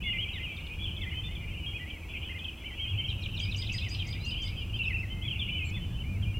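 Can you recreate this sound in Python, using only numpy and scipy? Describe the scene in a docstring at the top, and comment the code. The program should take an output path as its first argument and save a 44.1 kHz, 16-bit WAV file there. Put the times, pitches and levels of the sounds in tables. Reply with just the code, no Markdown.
"""Dawn chorus in a foggy car park

Thrushes carol from the trees as gliding, arched and breaking whistles, over a wash of 500 blurred far notes.
A sparrow trills and small birds chip, tick and call, as syllables repeated along pitch and level curves.
Nearly every note scatters off trunks and pavement, as sparse random echoes that die away.
Below lie coloured noise for traffic and air, a wavering sine hum, and a far engine that joins in midway."""
import sys
import numpy as np
from scipy import signal
from scipy.fft import rfft, irfft
from scipy.io import wavfile
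from scipy.ndimage import uniform_filter1d

SR = 44100
rng = np.random.default_rng(int(sys.argv[2]) if len(sys.argv) > 2 else 0)


def transcribe(u):
    """Save the signal u as a 16-bit wav file named by the first command-line argument.

    u: samples, shape (n,) or (channels, n), limited to [-1, 1]; the rate is SR.
    q: integer samples, one column per channel.
    """
    v = np.clip(np.atleast_2d(u).T, -1, 1)
    q = np.round(v * 32767).astype(np.int16)
    wavfile.write(sys.argv[1], SR, q)


N = 281799
TIME = np.arange(N) / SR

# sparrow trill syllables: start_s, level_db
TRILL = [(3.391, -40), (3.56, -36.5), (3.72, -35), (3.885, -37.5), (4.065, -40.5), (4.246, -40),
         (4.417, -41)]
# whistle of a trill syllable, rising a little, then dropping: from_start_s, pitch_hz, shape_db
WHISTLE = [(.013, 4430, -17), (.023, 4834, -5.5), (.05, 4966, -6.5), (.059, 4950, -7.5), (.066, 3204, 4.5),
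           (.074, 2520, -13)]


def from_db(db):
    """Decibels to gain."""
    return 10 ** (np.asarray(db) / 20)


def rms_one(x):
    """Scale to unit power."""
    return x / np.sqrt(np.mean(x ** 2) + 1e-20)


def level(rows):
    """Gain at every sample from (s, dB) rows."""
    return from_db(np.interp(TIME, *np.transpose(rows)))


def add(track, start_s, sound):
    """Mix a sound into a track at a given time."""
    start = int(np.clip(start_s * SR, 0, N))
    track[start:start + len(sound)] += sound[:N - start]


def noise(spectrum):
    """Steady noise of unit power, coloured by (Hz, relative dB) rows."""
    hz, db = np.transpose(spectrum)
    log_bins = np.log(np.fft.rfftfreq(N, 1 / SR) + 1)
    gain = from_db(np.interp(log_bins, np.log(hz), db))
    return rms_one(irfft(rfft(rng.standard_normal(N)) * gain, N))


def sine(hz):
    """A pure tone of random phase that follows a pitch curve."""
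    return np.sin(2 * np.pi * (np.cumsum(hz) / SR + rng.random()))


def scatter(x, t60, echoes_per_s):
    """Random echoes from trunks, kerbs and foliage that die away; unit energy."""
    t = TIME[:SR]
    echoes = rng.standard_normal(SR) * (rng.random(SR) < echoes_per_s / SR)
    onset = 1 - np.exp(-t / 0.0021)
    response = echoes * from_db(-60 * t / t60) * onset
    return signal.fftconvolve(x, response / np.sqrt(np.sum(response ** 2) + 1e-20))[:N]


def outdoors(x, near_db, far_db):
    """The direct sound, quick reflections from the caller's tree and a long tail from the woods."""
    near = from_db(near_db) * scatter(x, t60=0.13, echoes_per_s=1100)
    far = from_db(far_db) * scatter(x, t60=1.0, echoes_per_s=500)
    return x + near + far


def note(length_s, pitches_hz, waver=0.0068, waver_hz=90):
    """A whistle that curves through its pitches, swells and fades, with a slight flutter."""
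    u = np.linspace(0, 1, max(int(length_s * SR), 10))
    knots = np.linspace(0, 1, len(pitches_hz))
    arc = np.polyval(np.polyfit(knots, pitches_hz, len(pitches_hz) - 1), u)
    flutter = waver * sine(np.full(len(u), waver_hz * (.5 + rng.random())))
    swell = np.abs(np.sin(np.pi * u)) ** .25 * signal.windows.tukey(len(u), .15)
    return swell * sine(arc * (1 + flutter))


def repeat(shape, calls, rasp=0.0065, strain=0.03, break_hz_per_s=22000, overtone_db=-30):
    """One syllable repeated with a faint octave; louder calls pitch higher, steep drops roughen the voice."""
    s, hz, db = np.transpose(shape)
    t = np.arange(s[0], s[-1], 1 / SR)
    curve_hz = np.interp(t, s, hz)
    swell = from_db(np.interp(t, s, db)) * signal.windows.tukey(len(t), .1)
    usual_db = np.mean([call_db for start_s, call_db in calls])
    fall_hz_per_s = np.maximum(-np.gradient(curve_hz, t), 0)
    out = np.zeros(N)
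    for start_s, call_db in calls:
        jitter = rms_one(uniform_filter1d(rng.standard_normal(len(t)), size=40))
        tremor = rasp * (1 + fall_hz_per_s / break_hz_per_s) * jitter
        pitch = curve_hz * from_db(call_db - usual_db) ** strain * (1 + tremor)
        tone = sine(pitch) + from_db(overtone_db) * sine(2 * pitch)
        add(out, start_s + s[0], from_db(call_db) * swell * tone)
    return out


def air(level_db=-51.0):
    """Steady noise of still air and microphone hiss."""
    # relative spectrum: freq_hz, density_db
    spectrum = [(250, 2), (480, -6), (950, -11), (1600, -15.5), (4500, -24), (9000, -28)]
    return from_db(level_db) * noise(spectrum)


def traffic(rev=.2):
    """Distant rumble that swells and ebbs; engines run higher when louder, so the noise plays faster."""
    # swell: time_s, level_db
    swell_rows = [(0, -37), (.6, -41), (.85, -36.5), (1.55, -37), (2, -43), (2.25, -39), (2.6, -45),
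                  (2.95, -37), (5.6, -36), (6.39, -32)]
    # relative spectrum: freq_hz, density_db
    spectrum = [(20, -6.5), (50, -0.5), (90, 2.5), (135, -9), (190, -11), (280, -27), (2500, -71)]
    swell = level(swell_rows)
    speed = (swell / swell.mean()) ** rev
    rumble = np.interp(np.cumsum(speed), np.arange(N), noise(spectrum), period=N)
    even = rumble / np.sqrt(uniform_filter1d(rumble ** 2, size=SR // 5))
    return swell * even


def hum(pitch_hz=326.3, level_db=-62, waver=0.005):
    """A far machine's faint tone, its pitch wandering slowly."""
    wander = waver * noise([(5, -4), (50, -55)])
    return from_db(level_db) * np.sqrt(2) * sine(pitch_hz * (1 + wander))


def far_engine(peak_hz=98.1, skirt_hz=25):
    """A low, uneven drone: noise in one exhaust resonance."""
    # drone: time_s, level_db
    drone = [(2.8, -68), (2.92, -33.5), (3.3, -42.5), (3.8, -36.5), (4.4, -44), (4.9, -39.5), (5.4, -44),
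             (6.3, -34.5)]
    resonance = [(peak_hz / 3, -50), (peak_hz - skirt_hz, -14), (peak_hz, 0),
                 (peak_hz + skirt_hz, -12), (peak_hz * 4, -55), (peak_hz * 20, -110)]
    return level(drone) * noise(resonance)


def far_thrushes(count=500, low_hz=2100, high_hz=3300, glide=0.0851, chorus_db=-4.5):
    """Short curved notes, mostly in mid-range, blurred by the trees into a wash."""
    # swell of the far birds together, before chorus_db: time_s, relative_db
    swell = [(0, -39), (.45, -41), (.7, -43), (1.1, -43.5), (1.75, -42.5), (2.02, -48), (2.2, -37),
             (2.58, -48), (2.85, -38.5), (3.2, -42), (4.8, -43), (5.12, -54), (5.5, -33.5), (5.9, -51.5)]
    out = np.zeros(N)
    for when, length, *pitch in rng.random((count, 4)):
        hz = low_hz + (high_hz - low_hz) * np.mean(pitch)
        bends = 1 + glide * rng.uniform(-1.1, 1, size=3)
        add(out, when * N / SR, note(0.02046 + 0.0468 * length, hz * bends))
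    wash = outdoors(out, near_db=-6, far_db=-8.5)
    even = wash / np.sqrt(uniform_filter1d(wash ** 2, size=SR // 12) + 1e-9)
    return from_db(chorus_db) * level(swell) * even


def seep():
    """One thin high call, without echoes."""
    # the call: time_s (before a 2.9 ms delay), pitch_hz, level_db
    shape = [(5.64, 7200, -58), (5.66, 7660, -54), (5.695, 7280, -54), (5.707, 4310, -55)]
    return repeat(shape, [(0.0029, 0)])


def ticks():
    """Quick falling ticks."""
    # start_s, level_db
    calls = [(.563, -43.5), (.603, -49), (0.662, -45.5)]
    # one tick: from_start_s, pitch_hz, shape_db
    shape = [(0, 4850, -19), (.007, 3670, -2), (.014, 3300, 3.5)]
    return repeat(shape, calls)


def chips(lead_s=0.018, lead_db=-19):
    """A small bird's two-part chips, a faint high slur leading into each."""
    # start_s, level_db
    calls = [(3.089, -43.5), (3.224, -41), (3.364, -40.5), (3.51, -40), (3.66, -41.5), (3.811, -43.5),
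             (3.986, -42.5)]
    # one chip: from_start_s, pitch_hz, shape_db
    shape = [(0, 3740, -3), (.006, 4160, -5), (.015, 3698, 5.5), (.024, 2957, -6), (.031, 3800, -8),
             (.038, 2950, 11.5), (.045, 2540, 6.5)]
    out = repeat(shape, calls)
    for start_s, db in calls:
        add(out, start_s - lead_s, from_db(db + lead_db) * note(0.03, [5900, 4900]))
    return out


def sparrow_trill():
    """Syllables from both sides of the syrinx: an upsweep over a dropping whistle."""
    # upper side: from_start_s, pitch_hz, shape_db
    upsweep = [(-.004, 3940, -24), (.005, 6020, -8.5), (.015, 7700, -17), (.022, 8350, -25),
               (.058, 8150, -26)]
    return repeat(upsweep, TRILL) + repeat(WHISTLE, TRILL)


def trill_echo(delay_s=0.31, echo_db=-14):
    """The trill's whistle comes back from across the car park."""
    out = np.zeros(N)
    add(out, delay_s, from_db(echo_db) * repeat(WHISTLE, TRILL))
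    return out


def small_birds():
    """Trill, chips and ticks scattered outdoors, plus the thin call."""
    sparrow = outdoors(sparrow_trill(), near_db=-3.0, far_db=-8)
    others = outdoors(chips() + ticks() + trill_echo(), near_db=-8.5, far_db=-9.5)
    return sparrow + others + seep()


def arch(length_s, top_hz, sag=0.18, shoulder=0.163):
    """A note that scoops up to a rounded top and drops off it."""
    # sag: share of the top pitch lost at both ends; shoulder: part of the sag reached halfway out
    return note(length_s, top_hz * (1 - sag * np.array([1, shoulder, 0, shoulder, 1])))


def held(length_s, hz):
    """A level whistle, bent only slightly at its ends."""
    return arch(length_s, hz, sag=0.038)


def slur(length_s, start_hz, midway=0.45, usual_octaves=0.32, usual_s=0.0372, stretch=0.54):
    """A falling note, a little steeper late; longer ones fall further, by a power law."""
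    octaves = usual_octaves * (length_s / usual_s) ** stretch
    return note(length_s, start_hz * 2 ** (-octaves * np.array([0, midway, 1])))


def drawn(length_s, hz, octaves):
    """A whistle gliding evenly through one pitch."""
    return note(length_s, hz * 2 ** (octaves * np.array([-.5, .5])))


def stepped(break_at_s, lead_s, tail_s, high_hz, low_hz,
            break_s=.0015, swell_db_per_s=70, tail_db=-7, sag_octaves_per_s=1.7):
    """One unbroken whistle swells, flips down to a softer note and sags away."""
    t = np.arange(-lead_s, tail_s, 1 / SR)
    flipped = .5 + .5 * np.tanh(t / (2 * break_s))
    lower = low_hz * 2 ** (-sag_octaves_per_s * (t - tail_s / 2))
    gain = from_db(swell_db_per_s * np.minimum(t, 0) + tail_db * flipped)
    tone = sine(high_hz + flipped * (lower - high_hz))
    out = np.zeros(N)
    add(out, break_at_s - lead_s, gain * signal.windows.tukey(len(t), .1) * tone)
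    return out


def near_thrushes():
    """Several birds carol across each other in six kinds of note."""
    # repeated swoops of one bird: crest_s, level_db
    swoops = [(3.718, -36), (3.841, -37), (4.882, -30), (5.009, -36), (5.744, -41.5)]
    # a swoop climbs to its crest and drops to a low tail: from_crest_s, pitch_hz, shape_db
    swoop = [(-.036, 2438, -12), (-.018, 2560, 0), (0, 2694, 1.5), (.013, 2440, -15.5), (.026, 2100, -3),
             (.04, 1920, -10), (.054, 1894, -12.5)]
    # arched notes, often in quick runs: start_s, length_s, level_db, top_hz
    arches = [(0.28, 0.029, -39.5, 3220), (1.116, 0.029, -41, 2134), (1.418, 0.12, -46.5, 2404),
              (1.525, 0.076, -44.5, 2865), (1.696, 0.13, -46.5, 3290), (1.731, 0.059, -40, 2516),
              (1.856, .125, -44.5, 2360), (2.291, 0.037, -42, 2120), (2.343, 0.043, -42.5, 2130),
              (2.635, 0.08, -43, 2344), (2.643, 0.041, -39.5, 3060), (2.779, 0.092, -34.5, 3226),
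              (2.868, 0.06, -36.5, 3310), (2.973, 0.046, -32.5, 3135), (3.038, 0.031, -34, 3220),
              (3.077, 0.0436, -34, 3203), (4.297, 0.056, -33.5, 3032), (4.389, 0.062, -51, 2390),
              (4.73, 0.043, -35.5, 3160), (4.806, 0.042, -32, 2974), (4.926, 0.049, -31.5, 2715),
              (5.212, 0.09, -38.5, 3370), (5.647, 0.055, -57, 4380), (5.889, 0.067, -61, 1720),
              (5.985, 0.043, -41.5, 3050), (6.033, 0.15, -46, 2430)]
    # down-slurs: start_s, length_s, level_db, start_hz
    slurs = [(0.331, 0.064, -44.5, 3950), (0.332, 0.059, -43, 2365), (0.383, 0.034, -39, 2720),
             (0.577, 0.023, -43, 2560), (0.837, 0.034, -35.5, 3540), (.871, 0.03, -37, 3330),
             (0.906, .028, -42, 3330), (0.964, 0.022, -39.5, 3530), (1, 0.06, -43.5, 2370),
             (1.014, 0.032, -37.5, 3590), (1.35, 0.023, -42, 3560), (1.902, 0.015, -39, 3320),
             (2.132, 0.043, -37.5, 2766), (2.245, 0.057, -42.5, 3476), (2.39, 0.022, -40.5, 3500),
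             (2.443, 0.016, -33.5, 3390), (2.48, 0.02, -35.5, 3210), (3.342, 0.017, -35, 3090),
             (4.834, 0.028, -47.5, 3980), (5.239, 0.045, -42.5, 2670), (5.278, 0.018, -33.5, 3305),
             (5.301, 0.041, -33, 3295), (5.353, 0.017, -35, 3000), (5.391, 0.052, -32.5, 3620),
             (6.223, 0.035, -40.5, 3330)]
    # level whistles: start_s, length_s, level_db, pitch_hz
    held_notes = [(.025, .09, -42, 3436), (0.13, 0.048, -36.5, 2086), (0.392, 0.047, -44.5, 2080),
                  (0.479, 0.04, -39, 2630), (0.698, 0.047, -41.5, 2490), (0.786, 0.055, -42, 2400),
                  (0.791, 0.079, -39, 3374), (1.06, 0.039, -41, 2050), (1.16, 0.055, -39, 3100),
                  (1.234, 0.053, -43, 3567), (1.661, 0.032, -32.5, 3260), (1.794, 0.064, -42, 1980),
                  (2.408, 0.088, -42, 2580), (2.707, 0.047, -50, 1990), (2.991, 0.081, -49, 2250),
                  (5.089, 0.18, -51.5, 2107), (5.099, 0.046, -42, 3090), (5.74, 0.047, -42.5, 3490),
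                  (5.802, 0.065, -46.5, 3065), (5.933, 0.054, -48, 3054), (6.252, 0.072, -43.5, 2430),
                  (6.337, 0.079, -40, 2850)]
    # gliding whistles: start_s, length_s, level_db, middle_hz, glide_octaves
    drawn_notes = [(0.017, 0.02, -44.5, 3020, 0.45), (0.036, 0.067, -35, 2135, -0.14),
                   (0.182, 0.027, -27, 2930, .13), (0.276, 0.049, -41.5, 2630, 0.11),
                   (1.106, 0.061, -39, 2964, 0.11), (1.139, 0.12, -43, 2565, 0.0024),
                   (1.596, 0.071, -40.5, 2900, -0.1), (3.396, 0.053, -37, 3200, -.17),
                   (3.455, 0.067, -39, 2490, 0.16), (3.989, 0.029, -35, 3185, -.08),
                   (4.197, 0.074, -48.5, 4100, 0.155), (4.246, 0.069, -38, 2803, 0.045),
                   (4.351, 0.0368, -37, 3010, 0.26), (4.383, .085, -37.5, 3116, -0.16),
                   (4.563, 0.08, -39.5, 2975, -0.26), (4.788, 0.042, -30.5, 2714, -0.086),
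                   (5.488, 0.0192, -32.5, 2816, 0.4)]
    # whistles that break downward: break_at_s, lead_s, tail_s, level_db, high_hz, low_hz
    steps = [(0.13, .072, 0.058, -29.5, 2860, 2370), (0.245, .036, 0.032, -32, 3230, 2320),
             (0.459, .026, .092, -34, 2870, 2380), (5.591, .093, 0.073, -30.5, 2995, 2505)]
    out = repeat(swoop, swoops, rasp=0.0066, strain=0.008)
    for voice, rows in ((arch, arches), (slur, slurs), (held, held_notes), (drawn, drawn_notes)):
        for start_s, length_s, db, *pitch in rows:
            add(out, start_s, from_db(db) * voice(length_s, *pitch))
    for break_at_s, lead_s, tail_s, db, high_hz, low_hz in steps:
        out += from_db(db) * stepped(break_at_s, lead_s, tail_s, high_hz, low_hz)
    return outdoors(out, near_db=-7, far_db=-8.5)


def scene(side_hiss_db=-67.5):
    """Everything sits in the centre; only a high hiss, of opposite sign, differs between the ears."""
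    background = traffic() + air() + hum() + far_engine()
    birds = far_thrushes() + small_birds() + near_thrushes()
    side = from_db(side_hiss_db) * noise([(2000, -64), (5000, 32)])
    return background + birds + side * np.array([[1], [-1]])


def record(dry, whine_hz=2000, whine_db=-79, cutoff_hz=15800):
    """The electronics whine faintly on harmonics 3 to 5; the ends fade, deepest bass and top are cut."""
    whine = from_db(whine_db) * sum(np.sin(2 * np.pi * k * whine_hz * TIME) for k in range(3, 6))
    fade = np.minimum(np.minimum(TIME, TIME[::-1]) / .005, 1)
    high_pass = signal.butter(2, 18, "high", fs=SR, output="sos")
    low_pass = signal.ellip(12, .1, 80, cutoff_hz, fs=SR, output="sos")
    trimmed = signal.sosfilt(high_pass, (dry + whine) * fade)
    return signal.sosfilt(low_pass, trimmed)


dry = scene()
out = record(dry)
transcribe(out)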